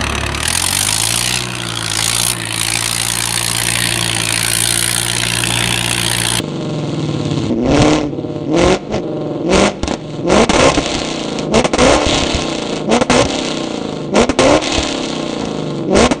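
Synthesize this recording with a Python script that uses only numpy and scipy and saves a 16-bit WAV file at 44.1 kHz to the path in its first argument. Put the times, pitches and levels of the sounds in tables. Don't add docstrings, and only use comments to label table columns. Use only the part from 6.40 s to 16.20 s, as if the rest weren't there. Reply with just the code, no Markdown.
import sys
import numpy as np
from scipy import signal
from scipy.io import wavfile
from scipy.ndimage import uniform_filter1d

SR = 44100
rng = np.random.default_rng(int(sys.argv[2]) if len(sys.argv) > 2 else 0)


def unload_wav(signal):
    wavfile.write(
        sys.argv[1],
        SR,
        np.round(np.clip(np.atleast_2d(signal).T, -1, 1) * 32767).astype(np.int16),
    )


N = 432180
TIME = np.arange(N) / SR

# (start [s], length [s], roar rise [s], rasp rise [s], release [s],
# speed once open [Hz], speed at lift-off [Hz], roar [dB], rasp [dB], rumble [dB])
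BLIPS = [ (1.098, 0.038, 0.016, 0.013, .015, 15.2, 15, -14.5, -42, -48),
         (1.16, 0.52, .17, .205, 0.14, 18, 19.3, -12.5, -22, -28.5),
         (2.062, 0.32, .1, .12, 0.048, 21.2, 23.6, -12.5, -21, -27),
         (2.486, .11, 0.14, 0.049, .045, 23.1, 27.3, -11, -29.5, -22.5),
         (3.035, 0.29, 0.093, 0.095, 0.065, 23.8, 25.6, -13, -19, -30),
         (3.837, 0.22, 0.088, .072, .025, 23.6, 29.8, -11.5, -19, -24.5),
         (4.183, .125, .06, .005, .018, 33, 35.5, -13, -16, -21),
         (5.103, 0.12, 0.077, .044, 0.032, 28.2, 31.3, -10.5, -18.5, -22.5),
         (5.376, .253, 0.05, 0.0073, 0.088, 30.8, 38, -13, -17, -21),
         (6.467, .13, 0.065, .052, 0.04, 28.5, 30.4, -11, -19, -32),
         (6.694, .145, .06, 0.0053, .03, 30.3, 35.8, -14.5, -17.5, -25),
         (7.719, .142, 0.052, .038, 0.039, 25.9, 30.8, -10.5, -19.5, -39),
         (7.984, 0.21, 0.053, .01, 0.036, 32.6, 39, -11.5, -20, -24.5),
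         (9.472, 0.21, 0.077, .095, .028, 24.4, 31.5, -11, -17, -21)]
# (start [s], end [s], first speed [Hz], last speed [Hz], first burble [dB],
# last burble [dB], first hiss [dB], last hiss [dB], silencer drone [factor], lope [dB])
COASTS = [ (-.05, 1.155, 26.2, 13.9, -22, -17, -39.5, -32, 5.5, 22.5),
          (1.659, 2.056, 18.4, 16.8, -20.5, -23.5, -51, -40.5, 1.4, 4),
          (2.6, 3.042, 21.2, 20, -21, -21, -46, -44, 0.6, -2),
          (3.457, 3.836, 23.4, 20.2, -35, -21, -49.5, -37, 3.5, 9),
          (4.345, 5.097, 35.6, 25.45, -26, -20.5, -22, -34.5, 2.6, 1.5),
          (5.62, 6.468, 37.1, 25.35, -20.5, -22.5, -24, -32, 2, 1.5),
          (6.9, 7.715, 34.7, 23.9, -21, -23.5, -25, -41, 2.7, 7),
          (8.23, 9.47, 38.8, 23, -23, -21, -22.5, -40.5, 3.5, 6)]
# (strength [dB], lateness [firing gaps]) on the throttle, then both coasting
CYLINDERS = [(-1.5, 0.016, -1, .13), (-5, 0.079, -1, 0.066), (-0.5, 0.01, -8.5, .19), (3.5, 0.09, -7, -.5),
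             (-4.5, 0.1, -3, -.17), (-6.5, 0.0047, -7.5, -.03), (-3.5, 0.023, -7.5, .1),
             (2, 0.0086, -5, .26)]
# (frequency [Hz], width [Hz], gain [dB])
HOT_MODES = [(241, 42, 8.5), (314, 56, 5.5), (530, 83, 2.5), (756, 23, 3.5), (799, 29, -20.5)]
# (frequency [Hz], gain [dB])
RASP_SPECTRUM = [(100, -14), (400, 11.5), (900, 5.5), (1600, -3), (2300, 0.5), (3500, -3), (4800, -6),
                 (6200, -5), (7400, -9.5), (8700, -11.5)]
BLAST_SPECTRUM = [(25, -15.5), (80, -12), (160, -2), (250, 2), (450, 2), (750, -3), (1200, -17),
                  (2000, -17.5), (5000, -57.5)]
TICK_SPECTRUM = [(300, -6), (1200, -9.5), (2500, 6), (4000, 5), (6200, 4.5), (7500, -1.5), (8700, -6)]


def amp(db):
    return 10 ** (np.asarray(db) / 20)


def ramp(start, length):
    return np.clip((TIME - start) / max(length, 1e-3), 0, 1)


def add(mix, start, sound):
    part = mix[round(start * SR):][:len(sound)]
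    part += sound[:len(part)]


def steadied(x, span):
    size = max(int(span * SR), 8)
    power = uniform_filter1d(uniform_filter1d(x * x, size), size)
    return x / np.sqrt(abs(power) + 1e-14)


def dying(x, decay):
    return signal.lfilter([1], [1, -np.exp(-1 / (decay * SR))], x)


def softened(x, force, edge_hz):
    force = np.clip(force, 0, 1)
    rounded = signal.sosfiltfilt(signal.butter(3, edge_hz, fs=SR, output="sos"), x)
    return force * x + (1 - force) * rounded


def piped(x, spectrum, modes=()):
    # (frequency [Hz], width [Hz], gain [dB])
    tailpipe_modes = [(411.6, 12.2, -25.5), (1060.6, 21, 9), (1197, 8.5, -28.5), (1384, 132, 5.5),
                      (1520, 39, -9), (1873, 56, -6), (2090, 230, 2.5), (2437, 53, -17), (2534, 160, 3),
                      (4940, 320, -6)]
    hz = np.fft.rfftfreq(8192, 1 / SR)
    knot_hz, knot_db = np.transpose(spectrum)
    db = np.interp(np.log(hz + 1), np.log(knot_hz), knot_db)
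    for centre, width, gain_db in [*tailpipe_modes, *modes]:
        db += gain_db / (1 + (2 * (hz - centre) / width) ** 2)
    log_gain = np.log(amp(np.r_[db, db[-2:0:-1]]))
    response = np.exp(np.conj(signal.hilbert(log_gain)))
    ring = np.fft.ifft(response).real[:len(hz)]
    return signal.oaconvolve(x, ring / np.linalg.norm(ring))[:len(x)]


def speed():
    marks = []
    for start, length, rise, _, release, low, high, *_ in BLIPS:
        marks += [(start + rise, low), (start + length - release, high)]
    for start, end, first, last, *_ in COASTS:
        marks += [(start, first), (end, last)]
    times, hz = np.transpose(sorted(marks))
    return np.exp(np.interp(TIME, times, np.log(hz)))


def firings(strength_db, lateness):
    count = len(CYLINDERS)
    strokes = np.cumsum(speed()) * count / SR
    number = np.arange(int(strokes[-1]) - 1)
    cylinder = number % count
    return np.interp(number + lateness[cylinder], strokes, TIME), strength_db[cylinder], cylinder


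def pulses(times, db, scatter_db, jitter):
    size, slip = rng.standard_normal((4096, 2))[:len(times)].T
    at = np.clip(np.round((times + jitter * slip) * SR).astype(int), 0, N - 1)
    return np.bincount(at, amp(db + scatter_db * np.clip(size, -2, 2)), N)


def throttle(opening, closing):
    gates = (ramp(start, opening) - ramp(start + length, closing) for start, length, *_ in BLIPS)
    return np.clip(sum(gates), 0, 1)


def coast_levels():
    # (middle [s], half length [s], rumble [dB], change of hiss [dB])
    flares = [(1.31, 0.061, -18, 9.5), (1.413, 0.032, -11.5, -11), (1.66, 0.055, -33, 1.5),
              (2.255, 0.033, -17, -1), (3.169, 0.035, -17.5, 3), (3.502, 0.043, -38, 16.5),
              (4.39, 0.039, -23.5, -4.5), (4.566, 0.029, -23.5, 3), (5.752, 0.077, -24.5, 7),
              (5.957, 0.075, -29, 3.5), (6.83, .035, -19.5, 8), (7.083, 0.064, -50, 3),
              (7.819, 0.019, -20, 6), (8.38, 0.062, -29, 4)]
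    build_s, hiss_fade_s, burble_fade_s = 0.059, 0.087, 0.15
    burble, hiss, low = (np.full(N, db) for db in (-29.0, -46.5, -47.0))
    for start, end, _, _, burble_from, burble_to, hiss_from, hiss_to, _, _ in COASTS:
        along, built = ramp(start, end - start), ramp(start - build_s, build_s)
        burble_gate = built - ramp(end, burble_fade_s)
        hiss_gate = built - ramp(end - hiss_fade_s, hiss_fade_s)
        burble += burble_gate * (burble_from + (burble_to - burble_from) * along - burble)
        hiss += hiss_gate * (hiss_from + (hiss_to - hiss_from) * along - hiss)
    for middle, half, rumble_db, change_db in flares:
        away = ((TIME - middle) / half) ** 2
        low = np.maximum(low, rumble_db - 9.5 * away)
        hiss += change_db / (1 + away ** 2)
    return burble, hiss, low


def blip_levels():
    rasp_lag_s = 0.013
    roar, rasp, low = coast_levels()
    for start, length, roar_rise, rasp_rise, release, _, _, roar_db, rasp_db, rumble_db in BLIPS:
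        lift_off = start + length - release
        held = (1 - ramp(lift_off, release)) * ramp(start, roar_rise) ** 0.63
        bite = (1 - ramp(lift_off + rasp_lag_s, release)) * ramp(start, rasp_rise) ** 2
        roar += held * (roar_db - roar)
        rasp += bite * (rasp_db - rasp)
        low += bite * np.maximum(rumble_db - low, 0)
    return roar, rasp, low


def roadside(x, t60, delay):
    t = np.arange(SR // 2) / SR
    taps = rng.standard_normal(len(t)) * (rng.random(len(t)) < 2000 / SR)
    taps *= (t > delay) * amp(-60 * t / t60)
    dull = signal.lfilter(*signal.butter(1, 2500, fs=SR), x)
    return signal.oaconvolve(dull, taps / np.linalg.norm(taps))[:N]


def rumble(level_db):
    # (frequency [Hz], gain [dB])
    flame_spectrum = [(15, -19), (35, -20), (60, -1), (90, -12.5), (140, -5), (300, -34), (1000, -78.5)]
    return amp(level_db) * steadied(piped(rng.standard_normal(N), flame_spectrum), span=0.031)


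def drone_and_lope():
    drone_hz, lope_hz, lope_width_hz = 17.9, 27.3, 2.4
    hz, spells = speed(), np.array(COASTS)
    spell = np.maximum(np.searchsorted(spells[:, 0], TIME) - 1, 0)
    drone, lope_db = spells[spell, -2:].T
    nearness = np.exp(-((hz - lope_hz) / lope_width_hz) ** 2)
    return drone * (drone_hz / hz) ** 2, lope_db * nearness - 2


def ticking_hiss(times, strength_db, hiss_db):
    # (frequency [Hz], gain [dB])
    hiss_spectrum = [(200, 0), (700, 7), (1300, -6), (1800, -5.5), (2700, 0), (3400, 3), (4400, 0),
                     (5500, -11), (6500, -7), (7600, -9.5), (8700, -16.5)]
    shocks = pulses(times, strength_db, scatter_db=5.5, jitter=0.0001)
    puffs = (dying(shocks, decay=0.0021) + 0.62) * rng.standard_normal(N)
    hiss = steadied(piped(puffs, hiss_spectrum), span=0.13)
    steep = rng.random(len(times)) < 0.3
    fronts = pulses(times[steep], strength_db[steep], scatter_db=4.5, jitter=0.0001)
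    ticks = steadied(piped(-fronts, TICK_SPECTRUM), span=0.2)
    tick_share = np.interp(hiss_db, [-38, -22], [0.02, 0.3])
    flow = np.sqrt(1 - tick_share) * hiss + np.sqrt(tick_share) * ticks
    return amp(hiss_db + 2) * softened(flow, np.maximum((hiss_db + 49) / 8, 0.5), edge_hz=4400)


def coasting():
    # (frequency [Hz], gain [dB])
    burble_spectrum = [(25, -45), (60, -9), (110, -6), (160, -9.5), (280, -0.5), (500, -3.5), (750, -9),
                       (1100, -10.5), (1700, -22.5), (3000, -37), (9000, -56.5)]
    # (frequency [Hz], width [Hz], gain [dB])
    cool_modes = [(152, 20.7, 13.5), (175, 22, -2.5), (227.4, 47, 2.5), (280.4, 35, 5), (329.5, 43, 10.5),
                  (457, 140, 8), (607, 46, 15.5), (654, 46.6, -26), (736, 72, 6.5)]
    burble_db, hiss_db, rumble_db = coast_levels()
    drone, thump_db = drone_and_lope()
    times, strength_db, cylinder = firings(*np.transpose(CYLINDERS)[2:])
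    lope_db = np.interp(times, TIME, thump_db) * (cylinder == 0)
    beat = pulses(times, strength_db + lope_db, scatter_db=1, jitter=0.00006)
    beat += 0.002 * rng.standard_normal(N)
    burble = softened(-piped(beat, burble_spectrum, cool_modes), (hiss_db + 50.5) / 14, edge_hz=780)
    bass = signal.sosfiltfilt(signal.butter(2, [66, 225], "band", fs=SR, output="sos"), burble)
    burble = steadied(burble + drone * bass, span=0.14)
    hiss = ticking_hiss(times, 0.5 * strength_db, hiss_db)
    return amp(burble_db - 1.33) * burble + hiss + rumble(rumble_db - 0.5)


def boom(t, hz, decay):
    return 2 * np.sin(2 * np.pi * hz * t) * np.exp(-t / decay)


def pops():
    # (time [s], level [dB], relative crack [dB], relative boom [dB])
    ignitions = [(1.419, -2, 6, -38), (2.544, -8, -48, -41), (3.433, -2, -2.5, -11), (3.477, -1, -0.5, -28),
                 (3.511, 2, -31, -46), (3.538, -2.5, -3, -30), (4.318, -0.5, 0, -21), (4.348, -8, 8.5, -18),
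                 (4.464, -18, -8, -29), (4.477, -14, 3, -34), (4.551, -4, 1, -12.5), (4.988, -10, 6, -25),
                 (5.142, -3, 1, -30), (5.665, -4, -16, -8), (5.825, -4, -16, -11), (5.946, -4.5, 0, -8),
                 (6.323, -8, -14, -32), (6.359, -15, 5, -22), (6.853, -2, 0, -19), (7.526, -21, 2, -23),
                 (8.351, -11.5, -1, -21), (8.381, -1, -5, -12), (9.018, -5.5, -21, -35),
                 (9.054, -16.5, 7.5, -15)]
    t, out = np.arange(SR // 5) / SR, np.zeros(N)
    front = t == 0
    for start, db, crack_db, boom_db in ignitions:
        flame, spit = rng.standard_normal((2, len(t)))
        body = piped(0.8 * flame * np.exp(-t / 0.018) - 14 * front, BLAST_SPECTRUM)
        crack = amp(crack_db - 3) * piped(spit * np.exp(-t / 0.006) - 14 * front, TICK_SPECTRUM)
        swing = amp(boom_db + 12) * boom(t, hz=72, decay=0.013)
        add(out, start, amp(db - 15.5) * (body + crack + swing))
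    return out


def bangs():
    # (time [s], level [dB], relative crack [dB], relative boom [dB], length [s])
    backfires = [(4.094, -1, -0.5, -25, 0.014), (4.134, -9.5, 5.5, -13, 0.018), (4.158, -7, 4, -18, 0.014),
                 (4.183, -8, -8, -16, 0.032), (4.374, -1.5, -10.5, -29, 0.019),
                 (5.244, -1.5, -3.5, -33, 0.016), (5.335, -3, -3.5, -29, 0.017),
                 (6.611, 0.5, -7.5, -29, 0.014), (6.698, -0.5, -5, -28, 0.016),
                 (7.893, 1.5, -9.5, -23, 0.011), (7.988, -13, 12.5, -30, 0.019),
                 (9.711, -0.5, -6.5, -50, 0.015)]
    t, out = np.arange(SR // 5) / SR, np.zeros(N)
    front = t == 0
    for start, db, crack_db, boom_db, length in backfires:
        flame, spit = rng.standard_normal((2, len(t)))
        body = steadied(piped(flame - 18 * front, BLAST_SPECTRUM, HOT_MODES), span=0.0017)
        body *= np.exp(-np.maximum(t - length, 0) / 0.0049)
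        spit *= np.exp(-np.maximum(t - 0.63 * length, 0) / 0.014)
        crack = amp(crack_db + 1.5) * piped(spit - 20 * front, RASP_SPECTRUM)
        swing = amp(boom_db + 15.5) * boom(t, hz=61.6, decay=0.0074)
        add(out, start, amp(db - 11) * (body + crack + swing))
    return out


def rasping(times, strength_db, rasp_db):
    shocks = pulses(times, strength_db, scatter_db=-0.5, jitter=0.0001)
    puffs = (dying(shocks, decay=0.0016) + 0.25) * rng.standard_normal(N)
    rasp = steadied(piped(puffs - 3 * shocks, RASP_SPECTRUM), span=0.078)
    return amp(rasp_db + 4) * softened(rasp, (rasp_db + 26) / 8, edge_hz=7500)


def roaring():
    # (frequency [Hz], gain [dB])
    roar_spectrum = [(25, -38), (70, -26), (140, 3), (220, 3.5), (340, 9), (520, 7), (750, 1.5),
                     (1100, -12), (1700, -34.5), (3000, -25), (9000, -55)]
    roar_db, rasp_db, rumble_db = blip_levels()
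    hz = speed()
    times, strength_db, _ = firings(*np.transpose(CYLINDERS)[:2])
    ragged = np.interp(np.interp(times, TIME, hz), [29, 34], [1, 2.2])
    beat = pulses(times, strength_db, scatter_db=1.7 * ragged, jitter=0.00008 * ragged)
    roar = softened(-piped(beat, roar_spectrum, HOT_MODES), (rasp_db + 49) / 16, edge_hz=426)
    roar = steadied(roar, span=0.035)
    bright = np.clip((hz - 24) / 11, 0, 1)
    blare = signal.lfilter(*signal.butter(2, 480, "high", fs=SR), roar)
    roar = steadied(roar * (1 - 0.23 * bright) + 1.73 * bright * blare, span=0.012)
    return amp(roar_db) * roar + rasping(times, strength_db, rasp_db) + rumble(rumble_db - 0.5)


def scene():
    opened = throttle(opening=0.0042, closing=0.043)
    car = opened * roaring() + (1 - opened) * coasting() + bangs() + pops()
    echoes = roadside(car, t60=0.85, delay=0.03)
    return (car + amp(-18) * echoes)[None]


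def record(dry):
    ceiling, edge_hz = 0.92, 9300
    driven = dry * amp(2.5)
    limited = driven / (1 + (driven / ceiling) ** 6) ** (1 / 6)
    low_pass = signal.firwin(301, edge_hz, window=("kaiser", 8), fs=SR)
    return signal.oaconvolve(limited, low_pass[None], "same")


dry = scene()
out = record(dry)
unload_wav(out)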